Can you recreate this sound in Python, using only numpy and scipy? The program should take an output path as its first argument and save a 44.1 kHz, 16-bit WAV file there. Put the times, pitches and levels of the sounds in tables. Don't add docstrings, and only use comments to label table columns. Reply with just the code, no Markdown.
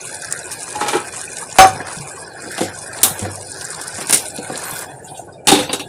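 import sys
import numpy as np
from scipy import signal
from scipy.io import wavfile
from scipy.ndimage import uniform_filter1d

SR = 44100
rng = np.random.default_rng(int(sys.argv[2]) if len(sys.argv) > 2 else 0)


def to_wav(s):
    ch = np.atleast_2d(s).T
    pcm = np.round(np.clip(ch, -1, 1) * 32767)
    wavfile.write(sys.argv[1], SR, pcm.astype(np.int16))


def volts_from_db(level):
    exponent = np.asarray(level, float) / 20
    return 10 ** exponent


N = 259528

# time_s, distance_m to the phone
CARRY = [
    (4.84, 0.32),
    (4.9, 0.41),
    (4.98, 0.58),
    (5.25, 0.64),
    (5.45, 1.95),
    (5.88, 0.47),
]


def rms_one(x):
    return x / np.sqrt(np.mean(x ** 2) + 1e-20)


def in_time(rows):
    s, *columns = np.transpose(rows)
    return [np.interp(np.arange(N) / SR, s, c) for c in columns]


def drift(rate):
    r = np.exp(-80 * np.pi * rate / SR)
    white = rng.standard_normal(N // 40 + 2002)
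    slow = signal.lfilter([1], [1, -2 * r, r * r], white)[2000:]
    return np.interp(np.arange(N) / 40, np.arange(len(slow)), rms_one(slow))


def swells(rows):
    t = np.arange(N) / SR
    return sum(db * np.exp(-((t - s) / half_s) ** 2) for s, half_s, db in rows)


def band(x, low_hz, high_hz):
    return signal.sosfilt(signal.butter(2, [low_hz, high_hz], "band", fs=SR, output="sos"), x)


def low_pass(x, hz):
    return signal.sosfilt(signal.butter(6, hz, fs=SR, output="sos"), x)


def resonance(x, hz, width):
    r = np.exp(-np.pi * max(width, 2) / SR)
    poles = [1, -2 * r * np.cos(2 * np.pi * hz / SR), r * r]
    return signal.lfilter(np.array([1, 0, -1]) * (1 - r * r) / 2, poles, x)


def grains(per_s, spread_db, clump_db):
    sizes = volts_from_db(spread_db * np.minimum(rng.exponential(1, N), 4)) * rng.choice([-1, 1], N)
    return sizes * (rng.random(N) < per_s * volts_from_db(clump_db * drift(20)) / SR) + 1e-18


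def coloured(draw, spectrum, step, patchy_db, rate):
    hz, level_db = np.transpose(spectrum)
    edges = hz[0] * 2 ** np.arange(0, np.log2(hz[-1] / hz[0]), step)
    out = 0
    for k, (low, high) in enumerate(zip(edges, edges[1:])):
        gain_db = np.interp(np.log(low * high) / 2, np.log(hz), level_db)
        out = out + volts_from_db(gain_db + patchy_db * drift(rate)) * band(draw[k % len(draw)], low, high)
    return rms_one(out)


def struck(rows, rise_s):
    out = np.zeros(N)
    for s, peak_db, hz, t60 in rows:
        i = round(s * SR)
        t = np.arange(min(N - i, int(t60 * SR) + 9)) / SR
        envelope = volts_from_db(peak_db - 60 * t / t60) * (1 - np.exp(-t / rise_s))
        out[i:i + len(t)] += envelope * np.sin(2 * np.pi * hz * t)
    return out


def layer_levels():
    # time_s, level_db about its mean
    vigour = [(0, 1), (.3, -1.5), (.57, 0), (1.0, 0.5), (1.4, 0), (1.8, 0), (2.0, 1), (2.3, -2.5),
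              (2.55, 0.5), (2.8, -1), (3.2, 0), (3.4, -0.5), (3.8, 0), (4.0, -0.5), (4.2, 1.5), (4.4, 0),
              (4.65, 3), (4.85, 0)]
    # level_db, share of the vigour, share of the distance loss
    layers = [(-31, 0.82, 1.1), (-38.5, 1.14, 2.07), (-36, 0.28, 0.99), (-73.5, 1.5, 0.78)]
    vigour_db, = in_time(vigour)
    metres, = in_time(CARRY)
    loss_db = 20 * np.log10(metres / metres[0])
    return [db + share * vigour_db - far * loss_db for db, share, far in layers]


def sizzle(bright_db, body_db, top_db):
    # freq_hz, level_db per Hz
    body_spectrum = [(1470, -49), (2500, 19.5), (2820, -3), (3020, 5), (3700, -4.5), (4120, 36),
                     (4410, 8.5), (5020, -26), (5410, 10.5), (7000, 15), (9100, -52), (15400, -120)]
    # freq_hz, width_hz, level_db
    snap_bands = [(6940, 1400, -2), (7800, 980, 0), (8730, 250, 4.5), (9500, 1080, 3), (10250, 700, -3.5)]
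    # centre_s, half_length_s, rise_db
    steam_surges = [
        (3.62, .05, 9),
        (3.88, .03, 7),
        (4.17, 0.12, 13),
        (4.74, 0.12, 21.5),
    ]
    top_spectrum = [(11000, 5), (12200, 1.5), (13000, -3.5), (16200, -7)]  # freq_hz, level_db

    metres, = in_time(CARRY)
    crisp = (metres[0] / metres) ** 0.69
    snaps = rms_one(grains(per_s=1300, spread_db=3.8, clump_db=3))
    spray = rng.standard_normal((2, N))
    draw = crisp * snaps + np.sqrt(volts_from_db(-18.5) + 1 - np.minimum(crisp, 1) ** 2) * spray
    body = low_pass(coloured(draw, body_spectrum, 1 / 4, patchy_db=3.0, rate=130), 7100)
    bright = 0
    for k, (hz, width, db) in enumerate(snap_bands):
        bright = bright + volts_from_db(db + drift(66)) * band(draw[k % 2], hz - width / 2, hz + width / 2)
    bright = low_pass(bright, 11200)
    mist = spray + volts_from_db(-4) * crisp * snaps
    top = coloured(mist, top_spectrum, 1 / 12, patchy_db=4.5, rate=30)
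    top_db = top_db + swells(steam_surges)
    return volts_from_db(bright_db) * rms_one(bright) + volts_from_db(top_db + 16.0) * top + volts_from_db(body_db + 3.0) * rms_one(body)


def standing_waves(modes):
    out = 0
    for hz, width, db in modes:
        bursts = rms_one(grains(per_s=150, spread_db=2.5, clump_db=3.5)) + volts_from_db(-1.0) * rng.standard_normal(N)
        ringing = resonance(resonance(bursts, hz, 3.4 * width), hz, 0.85 * width)
        out = out + volts_from_db(db + 2.0 * drift(1.96)) * rms_one(ringing)
    return rms_one(out)


def air_column(wave_db, body_db):
    # freq_hz, width_hz, level_db
    main_wave = [(1590, 566, 0)]
    # freq_hz, width_hz, level_db
    other_waves = [(900, 715, 18.5), (1090, 200, 4), (2446, 230, 10), (3434, 110, 2), (4164, 290, 8),
                   (4930, 1140, 15)]
    main = volts_from_db(wave_db) * band(standing_waves(main_wave), 1190, 1977)
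    return main + volts_from_db(body_db + 3.5) * standing_waves(other_waves)


def pops():
    # start_s, peak_db, pitch_hz
    large_pops = [(.1453, -4, 9300), (.2197, -4, 9300), (.247, -3.5, 9300), (.3252, 9, 8300),
                  (.5195, -14.5, 6340), (.631, -2.5, 8850), (.7272, -4, 8300), (1.074, -7, 9300),
                  (1.1396, -8, 7800), (1.2146, -1.5, 8550), (1.369, -3.5, 7800), (1.6731, 2.5, 10000),
                  (2.0104, -8, 9300), (2.517, -8, 9800), (2.7886, -7, 8400), (2.9316, -5.5, 8500),
                  (3.1937, 0, 8700), (3.316, -5, 9500), (3.3568, -3, 9100), (3.6109, -8, 5450),
                  (3.6447, -8, 8000), (3.8137, -6.5, 9500), (3.9828, -10.5, 8250), (4.0711, -0.5, 9000),
                  (4.0941, -14, 9370), (4.1094, 17, 10100), (4.1447, 25, 9300), (4.173, 4, 8000),
                  (4.364, -0.5, 10000), (4.7116, 2, 10400)]
    # start_s, peak_db, pitch_hz
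    lesser_pops = [(0.1679, -17.5, 7620), (0.2525, -25, 9340), (0.314, -11, 8280), (0.3621, -15, 9620),
                   (0.377, -21.5, 5770), (0.391, -13, 8590), (0.4574, -13, 8380), (1.0864, -23, 8600),
                   (1.1164, -23, 9930), (1.254, -13, 9090), (1.304, -20, 8200), (1.3452, -23, 9390),
                   (1.415, -22, 8590), (1.514, -20.5, 5070), (1.5264, -13, 7180), (1.882, -16, 8610),
                   (1.9853, -20.5, 5250), (2.0895, -25, 8500), (2.1359, -33, 8040), (2.157, -23, 8220),
                   (2.3165, -27, 8610), (2.422, -13.5, 8660), (2.988, -22.5, 4150), (3.438, -32, 8130),
                   (3.469, -19, 9360), (3.5183, -11, 8570), (3.5817, -26, 7130), (3.651, -9.5, 8060),
                   (3.705, -9, 8600), (3.7484, -12.5, 8610), (3.873, -14, 9020), (3.8799, -7, 9080),
                   (3.9259, -21, 10200), (3.9436, -17, 8530), (3.95, -16, 8230), (4.2848, -9, 9610),
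                   (4.348, -17, 9470), (4.3776, -22.5, 3980), (4.4796, -31, 8610), (4.557, -17, 4240),
                   (4.5764, -7, 9100), (4.6364, -15, 9210), (4.76, -14.5, 9050), (4.791, -7.5, 9840)]

    count = int(60 * 4.8)
    when, size = rng.random(count), rng.standard_normal((count, 2))
    small_hz = np.minimum(8300 * 2 ** (-0.35 * size[:, 1]), 11000)
    small_db = -22 + 2.5 * np.minimum(size[:, 0], 1.3)
    small = np.c_[when * CARRY[0][0], small_db, small_hz]

    listed = np.array([*large_pops, *(np.array(lesser_pops) + [0, 8, 0])])
    drops = []
    for (s, db, hz), row in zip(listed, rng.random((len(listed), 3, 3))):
        for late, weak, low in row:
            drops.append((s + 0.0051 * late, min(db, -4) - 9 - 6 * weak, hz * (1.1 - .6 * low)))
    direct = struck([(s, db + 4, hz, 10 / hz) for s, db, hz in [*listed, *drops, *small]], rise_s=.0001)

    t = np.arange(int(.02 * SR)) / SR
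    wall = band(rng.standard_normal(len(t)), 4000, 11000) * volts_from_db(-25 - 2500 * t)
    return low_pass(direct + signal.fftconvolve(direct, wall)[:N], 11200)


def blips():
    # start_s, peak_db, pitch_hz
    pockets = [(0.222, -20.5, 1550), (0.609, -35, 1690), (1.07, -24, 1710), (1.2779, -19, 2470),
               (1.414, -22, 1610), (1.928, -29, 1740), (2.1102, -24, 1610), (2.175, -24.5, 1096),
               (2.2255, -24, 1630), (2.316, -31, 1590), (2.369, -25, 1640), (2.744, -23, 1520),
               (2.8932, -26, 1570), (3.1536, -23, 1610), (3.641, -24, 1580), (4.5416, -23.5, 1610),
               (4.5922, -19, 1710), (4.764, -21.5, 1540), (5.1816, -36, 1456), (5.2897, -26, 1477)]
    # start_s, peak_db, pitch_hz
    gulp = (1.428, -21, 1200)
    chance = rng.random((70, 3))
    stray = np.c_[chance[:, 0] * CARRY[0][0], -35 + 7 * chance[:, 1], 700 * 3 ** chance[:, 2]]
    out = np.zeros(N)
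    for rows, cycles, rise in ((pockets, 48, .08), ([*stray, gulp], 30, .25)):
        for s, db, hz in rows:
            i, t60 = round(s * SR), cycles / hz
            t = np.arange(int(t60 * SR)) / SR
            phase = 2 * np.pi * hz * (t - rise * t / 4 + rise * t ** 2 / t60)
            envelope = volts_from_db(db + 3.5 - 60 * t / t60) * (1 - np.exp(-t / 0.0017))
            out[i:i + len(t)] += envelope * np.sin(phase)
    return out


def band_bursts():
    # start_s, rms_db, centre_hz, width_hz, t60_s
    puffs = [(5.045, -31, 8000, 2520, 0.25), (5.079, -36, 4200, 2200, 0.36), (5.098, -34, 9300, 1760, 0.71),
             (5.148, -39.5, 4000, 2400, 0.67), (5.173, -30, 7800, 3040, 0.29),
             (5.325, -38.5, 4990, 900, 0.28), (5.324, -34, 8440, 1490, 0.17), (4.72, -39, 3430, 159, 0.46),
             (4.87, -44.5, 3390, 160, .4), (4.9, -49, 4130, 151, .4), (5.021, -46.5, 2750, 130, 0.48),
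             (5.16, -47, 2730, 150, .3), (5.272, -40.5, 1170, 300, .6), (5.335, -48, 3680, 100, .2),
             (5.378, -48.5, 2340, 90, 0.45), (5.4, -49, 2900, 90, .15), (5.625, -30, 1700, 1300, .3),
             (5.63, -33, 6700, 3600, .25), (5.745, -33, 6500, 4000, .2), (5.815, -33, 8800, 1800, .05)]
    out = np.zeros(N)
    for s, db, hz, width, t60 in puffs:
        i = round(s * SR)
        t = np.arange(min(N - i, int(t60 * SR))) / SR
        puff = rms_one(band(rng.standard_normal(SR)[:len(t)], hz - width / 2, hz + width / 2))
        out[i:i + len(t)] += volts_from_db(db - 60 * t / t60) * puff
    return out


def knocks(rows, body, crack_db, upper_db, upper_share, top_db):
    # low_hz, high_hz
    edges_hz = [(5000, 11500), (140, 600), (600, 2000), (2000, 5000), (11500, 15600)]
    rises = [0.000065, 0.0014, 0.0008, 0.00099, 0.00043]
    out = np.zeros(N)
    near = slice(int(rows[0][0] * SR) - 2000, int((rows[-1][0] + 1) * SR))
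    for k, (low, high) in enumerate(edges_hz):
        power = np.zeros(N)
        for s, db, hard_db, weight_db, t60 in rows:
            tilt_db = [hard_db, weight_db, 0, upper_db + upper_share * hard_db, top_db + hard_db][k]
            i, t60 = round(s * SR), max(t60, .02)
            t = np.arange(min(N - i, int(1.2 * t60 * SR))) / SR
            shape = (volts_from_db(-60 * t / t60) + volts_from_db(crack_db - 19000 * t)) * (1 - np.exp(-t / rises[k]))
            power[i:i + len(t)] += (volts_from_db(db + tilt_db - 6.5) * shape) ** 2
        noise = low_pass(band(rng.standard_normal(N)[near], low, high), high)
        out[near] += np.sqrt(power[near]) * rms_one(noise)
    out += 1e-18
    return out + sum(volts_from_db(db) * resonance(out, hz, width) for hz, width, db in body)


def pan():
    # start_s, strength_db, hardness_db, weight_db, t60_s
    slide_knocks = [
        (.7553, -29.5, 6, 0, 0.075),
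        (.8092, -16.5, -6.5, -11.5, 0.24),
        (.8607, -21.5, -5, -21, 0.35),
        (.8824, -24, 9.5, -18, 0.18),
        (.904, -31, -13, -4, .084),
        (.93, -17, -6.5, -10.5, 0.32),
        (.9474, -21.5, -9, 2, 0.16),
        (.9675, -31, 13, -8, 0.045),
    ]
    drop_knocks = [
        (1.5853, 5.5, -6.5, -7.5, 0.19),
        (1.6094, -33, -15, 13, 0.3),
        (1.6444, -2.5, -28, 0.5, 0.058),
        (1.6638, -35, 7.5, 11.5, 0.41),
    ]
    # freq_hz, width_hz, level_db
    sliding_modes = [(358, 130, 14.5), (827, 22, 17), (915, 49, 7.8), (1300, 15, 13), (1460, 14, 2.1),
                     (1920, 48, 1.8), (2350, 48, 9.6), (3010, 17, 1.8), (3610, 23, 3.7)]
    dropped_modes = [(572, 30, 4), (740, 40, 8), (760, 16, 15), (1141, 30, 7), (1240, 30, 3), (1467, 25, 8),
                     (2400, 60, 5), (2950, 50, 4), (3575, 40, 3), (5190, 60, 4), (5998, 40, 6),
                     (6340, 30, 8), (8452, 60, 4)]
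    slide = knocks(slide_knocks, sliding_modes, crack_db=-32, upper_db=0.5, upper_share=0.66, top_db=-38)
    drop = knocks(drop_knocks, dropped_modes, crack_db=-6, upper_db=-2.5, upper_share=1.0, top_db=-24)
    return slide + drop


def pot_and_tongs():
    # start_s, strength_db, hardness_db, weight_db, t60_s
    pot_knocks = [
        (5.4709, -12.5, 6, -7.5, 0.21),
        (5.4824, -6.5, 0.8, -2.5, 0.16),
        (5.5162, -9.5, 3.5, 3, 0.18),
        (5.549, -14, -4, -1.5, 0.25),
        (5.5874, -17.5, -2, -2, 0.19),
        (5.6, -29.5, 6, -15, 0.44),
        (5.63, -34, 5.5, -13, 0.4),
        (5.693, -19.5, -12, -0.5, 0.15),
        (5.73, -17, 4, -2, 0.15),
        (5.7945, -24, 0.5, -7, 0.22),
    ]
    tongs_knocks = [
        (3.0312, -16, 13.5, 6, 0.065),
        (3.0426, -19, 2.7, 0.92, 0.25),
    ]
    # freq_hz, width_hz, level_db
    pot_modes = [(294, 30, 9), (386, 30, 6), (495, 35, 4), (820, 45, 7), (2700, 300, 1), (3465, 50, 6),
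                 (3595, 50, 5), (3796, 60, 5), (4274, 60, 3), (7887, 140, 2), (8716, 120, 3), (9500, 80, 5)]
    tongs_modes = [(796, 150, 3), (1150, 53, 5), (1300, 49, 4.2), (3830, 420, 5), (9500, 3700, 9.9),
                   (13330, 53, 5.8)]
    landing = knocks(pot_knocks, pot_modes, crack_db=-14.0, upper_db=0.4, upper_share=0.11, top_db=-17.0)
    clack = knocks(tongs_knocks, tongs_modes, crack_db=-21.0, upper_db=-3, upper_share=0.94, top_db=-0.7)
    return landing + clack


def spoon_and_bowl():
    # start_s, strength_db,
    # hardness_db, weight_db, t60_s
    spoon_knocks = [
        (.516, -46.5, 22, -3, 0.21),
        (2.516, -41, 12, -11, 0.13),
        (3.814, -42, 17, -9, 0.078),
        (4.011, -23, -2.5, 1.5, 0.14),
        (4.0958, -13.5, -2, -5.5, 0.1),
        (4.1262, -17, 9, 2, 0.25),
    ]
    bowl_knocks = [(1.7474, -37, -22, 3, 0.38), (1.8028, -23.5, -16, -1.5, 0.084),
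                   (2.4153, -52, 13.5, 15, 0.4), (2.4594, -42, -36, 8, 0.32), (2.5794, -23, 4.5, -4, 0.11),
                   (2.6065, -21, 4, 6.5, 0.12), (2.63, -35, 12.5, 8.5, 0.3), (3.1931, -39, 14, 8, 0.13),
                   (3.2214, -28, 1, -1.5, 0.11), (3.2506, -31.5, 3.5, 7.5, 0.2),
                   (3.9833, -25.5, 2, -0.5, 0.051), (4.3835, -41.5, 7, 17, 0.13),
                   (4.4984, -21.5, -13, 0, 0.059), (4.5194, -42.5, 6, 13.5, 0.22)]
    # freq_hz, width_hz, level_db
    spoon_modes = [(2200, 110, 1.7), (5570, 370, 1.7), (9300, 1900, 5.9)]
    bowl_modes = [(230, 150, 1), (339, 99, 6.2), (513, 73, 11.3), (720, 46, 19.5), (830, 9.8, 1),
                  (2060, 59, 8.7)]
    spoon = knocks(spoon_knocks, spoon_modes, crack_db=10.5, upper_db=0.0, upper_share=0.69, top_db=-9.5)
    bowl = knocks(bowl_knocks, bowl_modes, crack_db=-12, upper_db=-2, upper_share=1.0, top_db=-43)
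    return spoon + bowl


def low_rings():
    # start_s, peak_db, pitch_hz, t60_s
    clean_rings = [(.752, -20, 843, 0.42), (1.589, -1, 1460, 0.072), (1.586, 1, 2340, 0.093),
                   (1.591, -4.5, 1125, 0.18), (1.803, -30, 696, 0.086), (1.803, -17.5, 1664, 0.032),
                   (5.482, -13, 819, 0.38), (5.517, -9.5, 294.7, 0.28), (5.517, -14.5, 389, 0.19),
                   (5.517, -6, 775, 0.13), (5.52, -16, 3593, 0.28), (5.52, -14.5, 3798, 0.25),
                   (5.59, -16.5, 504, 0.18),
                   (1.586, 9, 760, .24),
    ]
    return struck(clean_rings, rise_s=0.001)


def rattling_rings():
    # start_s, peak_db, pitch_hz, t60_s
    upper_modes = [(1.586, -8, 6347, 0.23), (1.602, -22, 6347, 0.22), (1.586, -8, 7830, .04),
                   (1.604, -17, 8463, .15), (1.612, -13, 5290, 0.16), (1.622, -12.5, 5160, 0.063),
                   (1.6, -20, 3970, 0.21), (1.588, 0, 565, 0.14), (1.63, -22, 2350, 0.21),
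                   (5.4715, -12, 2990, 0.035), (5.4715, -12.5, 4260, 0.034), (5.4873, -9.5, 3730, 0.088),
                   (5.59, -26.5, 9360, 0.13), (5.597, -18, 3800, 0.095), (5.6938, -22.5, 4690, 0.053),
                   (5.7292, -14, 9400, .04), (5.7292, -16, 3800, .1), (5.7956, -31, 2900, 0.1),
                   (5.7956, -27.5, 5640, 0.07)]
    pan_rebound = [(1.641, 14, 760, .065)]  # start_s, peak_db, pitch_hz, t60_s
    rings = struck(upper_modes, rise_s=.0005) + struck(pan_rebound, rise_s=.012)
    return rings * volts_from_db(3 * drift(120))


def counter():
    # start_s, peak_db, t60_s
    thuds = [
        (0.951, -62, 0.64),
        (1.599, -22.5, 0.65),
        (2.619, -32, 0.62),
        (3.052, -32, 0.79),
        (3.217, -19, 0.61),
        (3.252, -34, 0.54),
        (5.479, -36, 0.25),
        (5.597, -34, 0.52),
    ]
    # start_s, peak_db, pitch_hz, t60_s
    taps = [
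        (1.424, -23, 905, 0.069),
        (1.971, -22.5, 162, 0.087),
        (1.999, -23.5, 144, 0.19),
        (2.459, -29, 496, 0.11),
        (3.109, -22, 155, 0.089),
        (3.224, -15, 203, 0.071),
        (3.255, -19.5, 220, 0.06),
        (4.726, -24, 152, 0.075),
        (5.117, -26.5, 760, 0.19),
        (5.194, -15.5, 714, 0.037),
    ]
    # start_s, peak_db, pitch_hz, t60_s
    jolts = [
        (1.587, -7, 34, 0.055),
        (3.031, -38, 44.7, 0.11),
        (5.476, -33, 40, 0.17),
    ]
    booms = struck([(s, db, 97.9, t60) for s, db, t60 in thuds], rise_s=0.0059)
    return booms + struck(taps + jolts, rise_s=0.001)


def churn():
    # freq_hz, level_db per Hz
    rumble_spectrum = [(15, -76.5), (25, -40), (59, -25.5), (81, -18), (135, -6.5), (179, -30), (198, -22),
                       (416, -12), (656, -13.5), (874, -9), (950, -8.5), (1400, -4.5), (1820, -15),
                       (3080, -120)]
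    # centre_s, half_length_s, rise_db
    shakes = [
        (.87, 0.13, 4),
        (1.74, 0.13, 7),
        (2.1, 0.12, 1),
        (3.1, 0.28, 3.5),
        (4.5, 0.26, 3.5),
        (5.65, 0.1, 6),
    ]
    rumble = coloured(rng.standard_normal((2, N)), rumble_spectrum, 1 / 2, patchy_db=3.0, rate=18.3)
    return low_pass(low_pass(rumble, 892), 892) * volts_from_db(-31 + swells(shakes))


def thin_tones():
    # freq_hz, width_hz, rms_db
    whistles = [(1484, 180, -45.5), (1640, 20, -51.5), (2466, 100, -56), (2660, 260, -63), (4200, 50, -69),
                (5370, 90, -89), (8000, 83, -53.5)]
    white = rng.standard_normal(N)
    out = 0
    for hz, width, db in whistles:
        out = out + volts_from_db(db + 3 * drift(6.5)) * rms_one(resonance(resonance(white, hz, width), hz, width))
    return out


def room(x):
    level_db, t60_s = -21, 0.35
    t = np.arange(int(.5 * SR)) / SR
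    tail = band(rng.standard_normal(len(t)), 710, 8000) * volts_from_db(-60 * t / t60_s) * (t > .008)
    return x + volts_from_db(level_db) * signal.fftconvolve(x, tail / np.sqrt(np.sum(tail ** 2)))[:N]


def scene():
    bright_db, body_db, wave_db, top_db = layer_levels()
    boil = sizzle(bright_db, body_db, top_db) + air_column(wave_db, body_db) + pops() + blips() + band_bursts()
    cookware = room(pan() + pot_and_tongs() + rattling_rings()) + spoon_and_bowl() + low_rings()
    return (boil + cookware + counter() + churn() + thin_tones())[None]


def denoise(x, depth_db, strength):
    hz, _, spec = signal.stft(x, SR, nperseg=1024, noverlap=768)
    power = uniform_filter1d(np.abs(spec) ** 2, size=7, axis=-1)
    power = uniform_filter1d(power, size=2, axis=-2) + 1e-20
    steady = uniform_filter1d(np.median(power, axis=-1, keepdims=True), size=15, axis=-2)
    steady = steady * np.interp(hz, [500, 1200, 11000, 12000], [0, 1, 1, .6])[:, None]
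    gain = np.sqrt(np.clip(1 - strength * steady / power, volts_from_db(2 * depth_db), 1))
    return signal.istft(spec * gain, nperseg=1024, noverlap=768)[1][..., :N]


def top_cut(x):
    return signal.sosfilt(signal.butter(12, 15650, fs=SR, output="sos"), x)


def record(dry):
    clipped = np.clip(denoise(dry, depth_db=-17, strength=.6), -.99, .99)
    cut = signal.sosfilt(signal.cheby2(10, 30, 16000, fs=SR, output="sos"), clipped)
    return top_cut(cut)


dry = scene()
out = record(dry)
to_wav(out)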